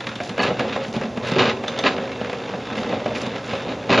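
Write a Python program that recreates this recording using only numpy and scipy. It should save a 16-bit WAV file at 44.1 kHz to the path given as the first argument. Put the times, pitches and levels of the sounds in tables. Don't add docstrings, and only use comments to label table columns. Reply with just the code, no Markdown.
import sys
import numpy as np
from scipy import signal
from scipy.fft import rfft, irfft, next_fast_len
from scipy.io import wavfile
from scipy.ndimage import map_coordinates

SR = 44100
rng = np.random.default_rng(int(sys.argv[2]) if len(sys.argv) > 2 else 0)


def waveform_to_disk(signal):
    frames = np.transpose(np.atleast_2d(signal))
    scaled = np.clip(frames, -1, 1) * 32767
    samples = np.round(scaled).astype(np.int16)
    wavfile.write(sys.argv[1], SR, samples)


N = 176400

# (t/s, level/dB)
ROLL_RIDE = [(0, -50), (.33, -38.5), (.55, -32.5), (.68, -26.5), (.88, -33), (.98, -32), (1.12, -37),
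             (1.3, -28), (1.62, -31), (1.95, -29.5), (2.1, -32.5), (2.44, -34), (2.8, -31), (3.25, -31),
             (3.42, -33), (3.6, -31), (3.85, -34.5)]
RATTLE_RIDE = [(0, -38), (.34, -42), (.52, -38), (.72, -33.5), (.84, -35.5), (.9, -45.5), (1.05, -39),
               (1.11, -44.5), (1.21, -45), (1.3, -29), (1.58, -40.5), (1.74, -34), (1.97, -36),
               (2.13, -37.5), (2.58, -39), (2.8, -34), (3.0, -37.5), (3.35, -35.5), (3.42, -41.5),
               (3.55, -32), (3.72, -42), (3.84, -40.5)]
# (t/s, length/s, rumble/dB, relative clatter/dB)
CRACKS = [(0.389, 0.023, -21, -27), (0.434, 0.012, -20, -22.5), (0.462, 0.015, -30, -24),
          (0.476, 0.035, -22.5, -36), (0.592, 0.017, -20.5, -29), (0.721, 0.0053, -39, -26),
          (0.755, 0.013, -34, -38), (0.939, 0.028, -28, -33.5), (1.231, 0.043, -30, -30.5),
          (1.361, 0.01, -18, -26), (1.384, 0.018, -25, -14.5), (1.404, 0.048, -20, -20),
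          (1.454, 0.042, -22.5, -21), (1.836, 0.019, -20.5, -20), (1.857, 0.017, -20, -16.5),
          (1.893, 0.033, -29, -31.5), (2.894, 0.062, -24.5, -36), (3.053, 0.036, -29, -38.5),
          (3.15, 0.01, -31.5, -27), (3.22, 0.039, -28.5, -35), (3.506, 0.03, -25, -36),
          (3.681, 0.037, -27, -33), (3.894, 0.034, -16.5, -19), (3.917, 0.029, -17.5, -16),
          (3.969, .04, -14, -15.5)]
# (f/Hz, gain/dB)
FRAME_EQ = [(25, -23), (50, -51), (80, -10.5), (100, -9), (125, -2.5), (165, -7.5), (235, 2.5), (305, -6.5),
            (390, -2.5), (490, 3), (620, -5), (900, -9), (1400, -24.5), (3000, -72)]
# (f/Hz, gain/dB)
JOINT_EQ = [(200, -10.5), (600, -3.5), (1050, 0.5), (1450, 1.5), (1670, -3), (1900, -0.5), (2800, -0.5),
            (3700, -3.5), (4400, -9), (5500, -15), (7000, -21.5), (8200, -40), (10500, -31)]
# (f/Hz, relative level/dB, t60/s)
FRAME_MODES = [(230.7, 4.5, 0.066), (385.8, 9.5, 0.43), (540, 10, 0.42), (594.7, 9.5, 0.12),
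               (751.5, 11, 0.069), (1035, 7, 0.3), (1307, 13, 0.18), (1645, 16, 0.096), (1720, 10, 0.084),
               (2167, 11, 0.26), (2300, -6, 0.2), (2523, 1, 0.073), (3800, -9, 0.064), (4060, 9, 0.044)]
PIN_MODES = [(1727, 3.5, 0.03), (1990, 4, 0.026), (2680, 2.5, 0.043), (2920, -22, 0.019),
             (3560, 0.5, 0.067), (3760, -9.5, 0.067), (6300, -36, 0.04)]
# (f/Hz, t60/s)
CONTACT_DECAY = [(100, 0.06), (500, 0.052), (1500, 0.047), (6000, 0.034)]
# (t/s, thud/dB, body/dB, clank/dB, tick/dB)
KNOCKS = [(.005, -40, -31.5, -28.5, -29), (.068, -27, -28, -22.5, -25), (.089, -59, -52, -29, -30),
          (0.155, -36, -36, -34.5, -29), (0.202, -29.5, -27, -26, -34), (.292, -23.5, -29.5, -29, -27.5),
          (0.378, -30, -19, -23, -29), (.504, -32, -23, -28, -49), (.594, -40, -35, -19.5, -25),
          (.761, -30, -18.5, -26, -31), (0.88, -27, -49, -54, -52), (0.962, -19, -25.5, -33.5, -31.5),
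          (1.012, -26, -21, -28, -33), (1.035, -21.5, -26.5, -30.5, -34.5), (1.172, -23, -23, -28.5, -32),
          (1.316, -16.5, -21.5, -27, -27), (1.637, -45, -25, -28, -33), (1.68, -33, -26, -26, -25),
          (1.788, -34, -22, -25.5, -22), (1.981, -29, -23.5, -27.5, -61), (2.115, -34, -39, -31.5, -37),
          (2.211, -24.5, -21.5, -30.5, -37), (2.245, -39, -41, -28, -34), (2.296, -46, -25, -29, -31.5),
          (2.329, -48, -25.5, -27, -33), (2.537, -30, -26.5, -33, -54), (2.778, -27.5, -31, -27, -59),
          (2.892, -37, -35, -33, -35), (2.925, -38, -21, -29, -40), (3.059, -30, -27.5, -27, -32),
          (3.263, -21.5, -28, -37, -29.5), (3.357, -51, -36, -34, -35), (3.53, -37, -24, -41, -38),
          (3.9, -16, -19, -39, -49)]
# (f/Hz, gain/dB)
THUD_EQ = [(50, -34), (110, -6), (230, 13.5), (330, -9), (700, -19.5), (2000, -70)]
BODY_EQ = [(150, -40), (330, -13), (520, 1), (700, -4.5), (1100, -8), (3000, -60.5)]
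CLANK_EQ = [(400, -35), (1000, -2), (1700, -3), (2800, -2.5), (4000, -16.5), (8000, -44)]
# (f/Hz, gain/dB)
TICK_EQ = [(1200, -37), (2700, -1), (3600, 3), (4500, -5), (6500, -14), (8200, -21), (10500, -9.5)]
# (t/s, relative level/dB)
JOINT_SLAMS = [(.393, -14.5), (.401, -13), (.431, -11.5), (.595, -24.5), (1.389, -21), (1.495, -22),
               (1.847, -23), (1.862, -11), (3.918, -16.5), (3.977, -17)]
TUBE_BUMPS = [(1.362, -12.5), (1.392, -12)]
FORK_CLONKS = [(.203, -19), (.506, -23), (1.037, -24.5), (2.537, -23), (2.912, -31), (2.935, -23),
               (3.06, -18.5), (3.111, -24), (3.676, -30)]
CLIP_CLINKS = [(1.68, -20.5), (1.789, -20)]
# (f/Hz, relative level/dB, t60/s)
JOINT_MODES = [(748, -4, 0.15), (998, -6.5, .12), (1215, -3.5, 0.071), (1688, -1.5, 0.11),
               (2055, -5, 0.074), (2600, -1, 0.054), (2924, -6.5, 0.075), (4450, -9, 0.065)]
TUBE_MODES = [(371.5, -1.5, 0.1), (446, -8.5, 0.12)]
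FORK_MODES = [(612, 4.5, 0.051), (716, -7, 0.23)]
CLIP_MODES = [(3514, 0, 0.057), (3880, -9, 0.071), (6150, -8.5, 0.042)]
# (t/s, length/s, level/dB)
SCUFFS = [(.22, .06, -36), (0.426, 0.011, -25), (0.838, 0.063, -41.5), (0.936, 0.023, -38),
          (1.247, 0.03, -38), (1.28, .002, -32.5), (2.763, 0.057, -38), (3.153, 0.069, -34),
          (3.434, 0.16, -41)]
# (f/Hz, gain/dB)
SOLE_EQ = [(500, -57), (1500, -15), (3200, -1), (4500, 1), (6500, -3), (8000, -10), (10500, 2)]
# (f/Hz, t60/s)
YARD_DECAY = [(120, 1), (500, 0.35), (2000, 0.17), (7000, 0.27)]
# (f/Hz, gain/dB)
SIDE_EQ = [(25, -6), (60, -45), (250, -126), (1000, -21.5), (2500, -20), (5000, -16.5), (8000, -2.5)]
# (f/Hz, gain/dB)
AIR_EQ = [(25, -8), (60, 1.5), (130, 0.5), (500, 0), (2000, -18), (6500, -23.5), (8200, -33),
          (10500, -20.5)]

GRIT_PER_S, RATTLES_PER_S, JOLTS_PER_S, TAPS_PER_PIN_PER_S = 320, 170, 260, 110
JOLT_ATTACK_S, JOLT_RELEASE_S = 0.003, 0.11
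CONTACT_RISE_S, STRIKE_RISE_S = 0.00092, 0.00032
PIN_DETUNE, STRIKE_DETUNE = 0.025, 0.015
JINGLE_DB = -7
KNOCK_S = 0.0076
HUM_HZ, HUM_DB, AIR_DB = 121.2, -43.5, -36.5
LOW_CUT_HZ, TOP_HZ = 81, 11200


def rolling():
    roll_level = amp(curve(ROLL_RIDE) + 1.4 * wobble(17))
    drumming = shaken(roll_level, GRIT_PER_S, FRAME_EQ, scatter_db=3.7, spots=12)
    rattle_db = curve(RATTLE_RIDE)
    rattle_level = amp(rattle_db + 0.36 * wobble(21.7))
    joints = shaken(rattle_level, RATTLES_PER_S, JOINT_EQ, scatter_db=2.9, spots=10)
    return drumming + joints + jingle(amp(rattle_db + JINGLE_DB))


def cracks():
    shapes = np.array([swell(s, length, JOLT_ATTACK_S, JOLT_RELEASE_S) for s, length, *_ in CRACKS])
    rumble, clatter = (np.max(amp(db)[:, None] * shapes, axis=0) for db in np.transpose(CRACKS)[2:])
    frame = shaken(rumble, JOLTS_PER_S, FRAME_EQ, scatter_db=3.34, spots=6)
    joints = shaken(clatter, JOLTS_PER_S, JOINT_EQ, scatter_db=1.5, spots=5)
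    return frame + amp(-0.5) * joints + jingle(amp(-19) * clatter)


def shaken(level, rate, eq, scatter_db, spots):
    slip, force = rng.standard_normal((2, 4000))
    at = ((np.arange(len(slip)) + .5 * slip) * SR / rate).astype(int)
    keep = (at >= 0) & (at < N)
    at = at[keep]
    force = unit(amp(scatter_db * np.clip(force[keep], -2, 2)))
    spot = rng.integers(spots, size=len(slip))[keep]
    out = np.zeros(N)
    for k in range(spots):
        ring = colour(contact(), eq)
        blows = np.bincount(at, force * level[at] * (spot == k), N)
        out += signal.fftconvolve(blows, ring / np.linalg.norm(ring))[:N]
    return out * np.sqrt(SR / rate)


def contact(ring_db=-3):
    hit = noise_burst(CONTACT_DECAY, size=8192)
    t = np.arange(len(hit)) / SR
    for hz, db, t60 in FRAME_MODES:
        fade = np.log(1000) / t60
        gain = amp(db + ring_db) * 2 * np.sqrt(fade * len(FRAME_MODES)) / SR
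        hit += gain * np.sin(2 * np.pi * (hz * t + rng.random())) * np.exp(-fade * t)
    return hit * (1 - np.exp(-t / CONTACT_RISE_S))


def jingle(level):
    t, out = np.arange(SR // 10) / SR, np.zeros(N + SR)
    for hz, db, t60 in PIN_MODES:
        starts = rng.integers(N, size=TAPS_PER_PIN_PER_S * N // SR)
        scatter = np.clip(rng.standard_normal((len(starts), 2)), -2, 1.5)
        for start, (detune, force) in zip(starts, scatter):
            ping = np.sin(2 * np.pi * hz * (1 + PIN_DETUNE * detune) * t)
            out[start:start + len(t)] += amp(db + 2 * force - 60 * t / t60) * ping
    return level * unit(out[:N])


def knocks():
    out = np.zeros(N + SR)
    for s, *levels in KNOCKS:
        blow = contact()
        for db, eq in zip(levels, (THUD_EQ, BODY_EQ, CLANK_EQ, TICK_EQ)):
            ring = colour(blow, eq)
            out[int(s * SR):][:len(ring)] += amp(db) * ring / np.linalg.norm(ring)
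    return out[:N] * np.sqrt(KNOCK_S * SR)


def ringing_parts():
    return (amp(-5.5) * strike(JOINT_SLAMS, JOINT_MODES) + strike(TUBE_BUMPS, TUBE_MODES)
            + strike(FORK_CLONKS, FORK_MODES) + strike(CLIP_CLINKS, CLIP_MODES))


def strike(blows, modes):
    t, out = np.arange(SR // 3) / SR, np.zeros(N + SR)
    for s, level in blows:
        pitch = 1 + STRIKE_DETUNE * rng.uniform(-0.82, 1)
        ring = np.zeros(len(t))
        for hz, db, t60 in modes:
            decay = amp(db + rng.normal() - 60 * t / t60)
            ring += decay * np.sin(2 * np.pi * (pitch * hz * t + rng.random()))
        out[int(s * SR):][:len(t)] += amp(level) * ring * (1 - np.exp(-t / STRIKE_RISE_S))
    return out[:N]


def scuffs():
    level = sum(amp(db) * swell(s, length, attack=0.013, release=0.086) for s, length, db in SCUFFS)
    sand = rng.standard_normal(N) * amp(4 * wobble(250))
    return level * unit(colour(sand, SOLE_EQ))


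def yard_echo(direct):
    tail = np.pad(noise_burst(YARD_DECAY, size=22050), (400, 0))
    return signal.fftconvolve(direct, tail)[:N]


def background():
    phase = 2 * np.pi * np.cumsum(HUM_HZ + 3 * wobble(16)) / SR
    air = unit(colour(rng.standard_normal(N), AIR_EQ))
    hum = unit(np.sin(phase) * amp(1.54 * wobble(19)))
    return amp(HUM_DB) * hum + amp(AIR_DB) * air


def amp(db):
    return 10 ** (np.asarray(db) / 20)


def unit(x):
    return x / np.sqrt(np.mean(x ** 2) + 1e-20)


def along(points, hz):
    f, values = np.transpose(points)
    return np.interp(np.log(hz + 1), np.log(f + 1), values)


def curve(rows):
    return np.interp(np.arange(N) / SR, *np.transpose(rows))


def wobble(rate):
    return map_coordinates(rng.standard_normal(1024), [np.arange(N) * rate / SR], mode="wrap")


def swell(start, length, attack, release):
    t = np.arange(N) / SR - start
    return np.clip(t / attack + 1, 0, 1) * amp(-60 * np.maximum(t - length, 0) / release)


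def colour(x, eq):
    n = x.shape[-1]
    m = 2 * next_fast_len(n // 2 + 4096)
    cepstrum = irfft(np.log(amp(along(eq, np.fft.rfftfreq(m, 1 / SR)))))
    cepstrum[1:m // 2] *= 2
    cepstrum[m // 2 + 1:] = 0
    return irfft(rfft(x, m) * np.exp(rfft(cepstrum)), m)[..., :n]


def noise_burst(t60s, size):
    hz, t, spectra = signal.stft(rng.standard_normal(size), SR, nperseg=128)
    decay = amp(-60 * t / along(t60s, hz)[:, None])
    burst = signal.istft(spectra * decay, SR, nperseg=128)[1][:size]
    return burst / np.linalg.norm(burst)


def scene():
    direct = rolling() + cracks() + knocks() + ringing_parts() + scuffs()
    echo, wide = yard_echo(direct), yard_echo(direct)
    mid = direct + amp(-11) * echo + background()
    side = colour(wide, SIDE_EQ)
    return np.array([mid + side, mid - side]) * amp([[-.25], [.25]])


def record(dry):
    m = next_fast_len(N + SR // 2)
    hz = np.fft.rfftfreq(m, 1 / SR)
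    low_cut = hz ** 2 / np.hypot(hz ** 2, LOW_CUT_HZ ** 2)
    high_shelf = amp(along([(7300, 0), (8300, -18.5)], hz))
    return irfft(rfft(dry, m) * low_cut * high_shelf * (hz < TOP_HZ), m)[:, :N]


dry = scene()
out = record(dry)
waveform_to_disk(out)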